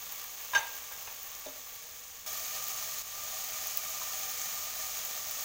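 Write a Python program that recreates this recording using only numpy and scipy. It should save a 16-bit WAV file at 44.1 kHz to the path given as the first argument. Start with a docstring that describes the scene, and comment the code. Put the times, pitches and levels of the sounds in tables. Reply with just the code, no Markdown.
"""Chopped vegetables sizzle thinly in a metal pot in a small kitchen, close to one microphone:
steam bubbles burst and the air in the pot resonates. A wooden spatula pushes the rustling pieces,
knocks the pot so it rings, skids along the wall with a stick-slip squeak, later thuds on the bottom.
At 2.26 s, abruptly, the vegetables lie spread out and fry louder. Small spits of oil occur
throughout; near 3 s the sizzle dips briefly."""
import sys
import numpy as np
from scipy import signal
from scipy.fft import rfft, irfft
from scipy.io import wavfile

SR = 44100
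rng = np.random.default_rng(int(sys.argv[2]) if len(sys.argv) > 2 else 0)


def digitize_waveform(pressure):
    """Quantize a signal to 16-bit integers and store it at the path in sys.argv[1].

    Rows of a 2-D input are taken as channels; values are limited to [-1, 1].
    """
    field = np.atleast_2d(pressure).T
    bounded = np.clip(field, -1, 1)
    quanta = np.round(bounded * 32767).astype(np.int16)
    wavfile.write(sys.argv[1], SR, quanta)


N = 240168
TIME_S = np.arange(N) / SR
BINS_HZ = np.fft.rfftfreq(8192, 1 / SR)
SPREAD_S = 2.262  # full sizzle begins
BAND_LIMIT_HZ = 15850

# Air resonances of the pot, food heaped. Each row: centre in Hz, width in Hz, lift in dB.
HEAPED_AIR = [(484, 34, 7.5), (631, 20, 9.5), (787, 50, 10.5), (1154, 168, 12), (1780, 240, 4.5),
              (2260, 160, 4.5), (3380, 790, 2)]


def amp(db):
    """Decibels to gain."""
    return 10 ** (np.asarray(db) / 20)


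def unit(x):
    """Scale to rms 1."""
    return x / np.sqrt(np.mean(x ** 2) + 1e-20)


def log_curve(points, hz=BINS_HZ):
    """Interpolate (Hz, value) points over log frequency."""
    point_hz, value = np.transpose(points)
    return np.interp(np.log(hz + 1), np.log(point_hz + 1), value)


def resonances_db(rows):
    """Summed curve of resonance peaks."""
    return sum(db / (1 + (2 * (BINS_HZ - hz) / width_hz) ** 2) for hz, width_hz, db in rows)


def colour(x, db):
    """Minimum-phase filter with the given curve."""
    log_gain = np.log(amp(np.r_[db, db[-2:0:-1]]))
    response = np.exp(np.conj(signal.hilbert(log_gain)))[:len(db)]
    return signal.oaconvolve(x, irfft(response)[:len(db)])[:len(x)]


def add(mix, start_s, sound):
    """Mix a sound in, in place."""
    part = mix[round(start_s * SR):][:len(sound)]
    part += sound[:len(part)]


def wander(rate_hz):
    """Random motion of rms 1, mostly below rate_hz."""
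    hz = np.fft.rfftfreq(N, 1 / SR)
    band = (hz > rate_hz / 10) / (1 + (hz / rate_hz) ** 2)
    return unit(irfft(rfft(rng.standard_normal(N)) * band, N))


def clicks(per_s, scatter_db):
    """Random impulses: many small, a few large."""
    size = amp(scatter_db * np.minimum(rng.exponential(1, N), 5))
    return size * rng.choice([-1, 1], N) * (rng.random(N) < per_s / SR)


def ring(modes):
    """Decaying sines of a struck body, random in sign."""
    t = np.arange(SR // 2) / SR
    return sum(amp(db) * 1000 ** (-t / t60_s) * np.sin(2 * np.pi * hz * t) * rng.choice([-1, 1])
               for hz, db, t60_s in modes)


def burst(hz, decay_s):
    """One steam bubble bursting: a damped cosine."""
    t = np.arange(SR // 200) / SR
    return np.exp(-t / decay_s) * np.cos(2 * np.pi * hz * t)


def rumble(stirred_db=-68, spread_db=-66):
    """Low room noise, slightly louder once the food is spread."""
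    # Noise spectrum. Each row: frequency in Hz, relative level in dB.
    spectrum = [(15, 0), (30, -1.5), (50, 0.5), (80, 3), (115, -6.5), (170, -11), (270, -7), (340, -21.5),
                (900, -25), (4000, -53)]
    level = amp(np.where(TIME_S < SPREAD_S, stirred_db, spread_db))
    return level * unit(colour(rng.standard_normal(N), log_curve(spectrum)))


def kitchen(x, delay_s=0.008):
    """Diffuse room tail; the treble dies first."""
    # Reverberation. Each row: frequency in Hz, T60 in seconds.
    decay_times = [(200, 0.5), (1000, 0.48), (3000, 0.56), (8000, 0.089), (16000, 0.046)]
    hz, t, noise = signal.stft(rng.standard_normal(SR // 2), SR, nperseg=256)
    t60_s = log_curve(decay_times, hz)[:, None]
    tail = signal.istft(noise * 1000 ** (-t / t60_s), SR)[1]
    response = np.r_[np.zeros(round(delay_s * SR)), tail / np.linalg.norm(tail)]
    return signal.oaconvolve(x, response)[:N]


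def push(rise_s=0.03, fall_s=0.08):
    """Spatula effort, 0 to about 1: the blade digs in, holds, lets go."""
    # Strokes through the food. Each row: start in seconds, length in seconds, strength in dB.
    strokes = [(0, .28, -1), (0.362, 0.32, -3), (0.654, 0.25, -2), (0.886, 0.29, -4), (1.188, 0.33, -4.5),
               (1.656, 0.17, -4)]
    effort = np.zeros(N)
    for start_s, length_s, db in strokes:
        ramps = np.minimum((TIME_S - start_s) / rise_s, (start_s + length_s - TIME_S) / fall_s)
        effort += amp(db) * np.clip(ramps, 0, 1)
    return effort


def stirring(push_db=-54, settle_db=-56, settle_db_per_s=-1.9):
    """Wet pieces rub in clumps ahead of the blade and settle behind it."""
    # Rustle spectrum. Each row: frequency in Hz, relative level in dB.
    spectrum = [(150, -25.5), (330, -8), (520, -4.5), (1100, -3), (1900, -4), (2800, 1.5), (5000, -18),
                (9000, -10), (16000, -9)]
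    rubs = clicks(per_s=2500, scatter_db=1.5) * amp(1.9 * wander(rate_hz=25))
    level = np.hypot(amp(push_db) * push(), amp(settle_db + settle_db_per_s * TIME_S))
    return level * unit(colour(rubs, log_curve(spectrum) + resonances_db(HEAPED_AIR)))


def thuds(rise_s=0.0031):
    """Food cushions the blade, so the pot bottom rings with a soft onset."""
    # Soft knocks. Each row: start in seconds, gain in dB.
    hits = [(1.462, .5), (1.557, -14)]
    # Modes of the food-damped bottom. Each row: frequency in Hz, level in dB, T60 in seconds.
    bottom_modes = [(272, -50, .17), (380, -46, .08), (480, -42, .07), (570, -40, .07), (610, -35, .1),
                    (810, -50, .12), (1170, -46, .04)]
    out = np.zeros(N)
    for start_s, db in hits:
        tone = amp(db) * ring(bottom_modes)
        onset = 1 - np.exp(-np.arange(len(tone)) / SR / rise_s)
        add(out, start_s, tone * onset)
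    return out


def squeak(waver=0.0029):
    """The blade sticks and slips, briefly driving single wall modes."""
    # Squeak tones. Each row: start in seconds, length in seconds, pitch in Hz, level in dB.
    tones = [(.531, .02, 1640, -31), (.547, .036, 1610, -18.3), (.548, .016, 6270, -38),
             (.568, .034, 6265, -40), (.547, .03, 5435, -41)]
    out = np.zeros(N)
    for start_s, length_s, hz, db in tones:
        window = np.hanning(round(length_s * SR))
        pitch_hz = hz * (1 + waver * wander(rate_hz=410)[:len(window)])
        add(out, start_s, amp(db) * window * np.sin(2 * np.pi * np.cumsum(pitch_hz) / SR))
    return out


def knocks(spot_lift_db=12, spot_log_width=0.025, rise_s=0.0017):
    """Wood rasps on metal; the pot rings, with a lift of the modes that suit the struck spot."""
    # Spatula blows. Each row: start in seconds, clack gain in dB, ring gain in dB,
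    # rasp decay in seconds, rasp cutoff in Hz, favoured frequency in Hz.
    blows = [(.5335, -24, -37.5, .012, 2500, 1000), (.5485, -17, -30, .022, 6000, 2930),
             (.575, -23.5, -43, .025, 5000, 890), (.626, -31, -47, .025, 2200, 942),
             (.911, -38, -55, .03, 2000, 1610), (1.0745, -24.5, -52, .007, 1400, 2490),
             (1.4625, -30.5, -53.5, .006, 1000, 3600)]
    # Pot modes. Each row: frequency in Hz, relative level in dB, T60 in seconds.
    pot_modes = [(585, -15, .15), (826, -7, .26), (890, -2, .2), (942, -6, .3), (1000, -3, .15),
                 (1190, -8, .14), (1420, -10, .2), (1612, -7, .26), (1705, -8, .15), (2490, -11, .25),
                 (2670, -11, .2), (2848, -9, .12), (3010, -9, .12), (3600, -12, .25), (3707, -6, .15),
                 (3900, -10, .12), (4646, -12, .16), (5435, -13, .13), (6265, -20, .15)]
    # Clack spectrum of the blade. 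Each row: frequency in Hz, gain in dB.
    wood = [(60, -11), (300, -19.5), (600, -5.5), (900, -2.5), (1800, -3.5), (3000, -5), (4500, -13.5),
            (7000, -17), (10000, -17.5), (16000, -41)]
    t = np.arange(SR // 2) / SR
    force, metal = np.zeros(N), np.zeros(N)
    for start_s, clack_db, ring_db, decay_s, cutoff_hz, spot_hz in blows:
        rasp = unit(rng.standard_normal(len(t))) * np.exp(-t / decay_s)
        lowpass = signal.butter(1, cutoff_hz, fs=SR)
        add(force, start_s, amp(clack_db) * signal.lfilter(*lowpass, rasp))
        modes = [(hz, db + spot_lift_db * np.exp(-(np.log(hz / spot_hz) / spot_log_width) ** 2), t60_s)
                 for hz, db, t60_s in pot_modes]
        add(metal, start_s, amp(ring_db) * ring(modes) * (1 - np.exp(-t / rise_s)))
    return metal + colour(force, log_curve(wood))


def spurts(half_width=1 / 8):
    """Juice meets hot oil: short flurries of bubbles of one size."""
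    # Flurries. Each row: midpoint in seconds, length in seconds, pitch in Hz, level in dB.
    flurries = [(2.552, .03, 4700, -45), (2.82, .035, 1190, -49), (4.02, .06, 1100, -47.5),
                (4.11, .05, 1190, -47.5)]
    out = np.zeros(N)
    for middle_s, length_s, hz, db in flurries:
        edges_hz = [hz * (1 - half_width), hz * (1 + half_width)]
        band = signal.butter(2, edges_hz, "band", fs=SR, output="sos")
        bubbles = signal.sosfilt(band, clicks(per_s=1800, scatter_db=4))
        window = np.hanning(round(length_s * SR))
        add(out, middle_s - length_s / 2, amp(db) * window * unit(bubbles[-len(window):]))
    return out


def spits(snap_gain=0.5):
    """Larger water drops flash to steam in the oil: a few cycles and a broadband snap."""
    # Loudest spits. Each row: start in seconds, gain in dB, pitch in Hz.
    drops = [(0.197, -32, 5000), (.2414, -37, 14000), (1.2312, -37, 14400), (1.3521, -31, 5500),
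             (2.3969, -28, 6000), (2.5502, -33, 4670), (2.6402, -32, 14500), (2.6835, -31, 14500),
             (3.7737, -22.5, 15500), (4.4166, -26.5, 6460), (5.05, -29, 13700), (5.3118, -30, 14300)]
    out = np.zeros(N)
    for start_s, db, hz in drops:
        spit = burst(hz, decay_s=0.00021) + snap_gain * burst(hz / 2, decay_s=0.00004)
        add(out, start_s, amp(db) * spit)
    return out


def ticks(rest_per_s=6, push_per_s=8, pitch_hz=14000, gain_db=7, scatter_db=2.5, snap_gain=0.8):
    """Lesser spits at random, more frequent while the blade pushes."""
    fires = rng.random(N) < (rest_per_s + push_per_s * push()) / SR
    size = amp(gain_db + scatter_db * rng.standard_normal(N))
    spit = burst(pitch_hz, decay_s=0.00023) + snap_gain * burst(pitch_hz / 2, decay_s=0.00004)
    return signal.oaconvolve(fires * size, spit)[:N]


def sizzle(air, bubbles_per_s, hiss_db, flutter_db, sizes=12):
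    """Bubbles of all sizes burst in flurries over a fine hiss, coloured by the pot's air."""
    # Bubble spectrum. Each row: frequency in Hz, relative level in dB.
    spectrum = [(80, -23.5), (150, -7.5), (230, -14), (330, -17), (480, -5), (900, -7), (1500, -4.5),
                (2800, -0.5), (4500, 0.5), (7000, 0), (9000, -5.5), (12000, -6.5), (16000, -11)]
    bubbles = np.zeros(N)
    for hz in np.linspace(0, BAND_LIMIT_HZ, sizes):
        pops = clicks(bubbles_per_s / sizes, scatter_db=2.5)
        bubbles += signal.oaconvolve(pops, burst(hz, decay_s=0.00017))[:N]
    hiss = amp(hiss_db) * rng.standard_normal(N)
    flutter = amp(flutter_db * wander(rate_hz=53))
    return unit(colour((unit(bubbles) + hiss) * flutter, log_curve(spectrum) + resonances_db(air)))


def frying_gain(stirred_db=-49.5, spread_db=-43, warming_db_per_s=0.22, dip_s=3.022, recovery_s=0.14):
    """Sinks and flares under the spatula, then nearly steady but for one brief dip."""
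    cooling_db = -3.5 * (TIME_S / SPREAD_S) ** 2  # cool pieces reach the bottom
    flare_db = 0.7 * push()  # strokes wipe juice over hot metal
    warming_db = warming_db_per_s * (TIME_S - SPREAD_S)
    dip_db = -7 * (TIME_S > dip_s) * np.exp(-abs(TIME_S - dip_s) / recovery_s)
    swell_db = 0.49 * wander(rate_hz=4.5)
    return amp(np.where(TIME_S < SPREAD_S,
                        stirred_db + cooling_db + flare_db,
                        spread_db + warming_db + dip_db + swell_db))


def frying():
    """Thin sizzle while the food is turned, full once it lies spread out."""
    # Air resonances of the pot, food spread. Each row: centre in Hz, width in Hz, lift in dB.
    spread_air = [(496, 41, 1.8), (635.3, 25.3, 13.3), (770, 58, 13), (1196, 136, 14.8), (1816, 65, 7.3),
                  (2315, 170, 5.2), (3080, 120, 2.2)]
    stirred = sizzle(HEAPED_AIR, bubbles_per_s=5000, hiss_db=1, flutter_db=0.36)
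    spread = sizzle(spread_air, bubbles_per_s=9000, hiss_db=2.5, flutter_db=0.54)
    return frying_gain() * (np.where(TIME_S < SPREAD_S, stirred, spread) + ticks())


def scene(spatula_room_db=-12, squeak_room_db=-19, spit_room_db=-14):
    """Pot, spatula and room, the same in both channels."""
    spatula, skid, oil = knocks() + thuds(), squeak(), spits()
    room = kitchen(amp(spatula_room_db) * spatula + amp(squeak_room_db) * skid + amp(spit_room_db) * oil)
    mono = frying() + spurts() + stirring() + oil + spatula + skid + room + rumble()
    return np.array([mono, mono])


def record(dry):
    """The microphone port brightens the treble; a low-pass limits the band."""
    # Port resonances. Each row: centre in Hz, width in Hz, lift in dB.
    port = [(6516, 1320, 9.5), (15120, 3020, 19.5)]
    bright = np.array([colour(channel, resonances_db(port)) for channel in dry])
    lowpass = signal.firwin(801, BAND_LIMIT_HZ, window=("kaiser", 8), fs=SR)
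    return signal.oaconvolve(bright, lowpass[None], "same")


dry = scene()
out = record(dry)
digitize_waveform(out)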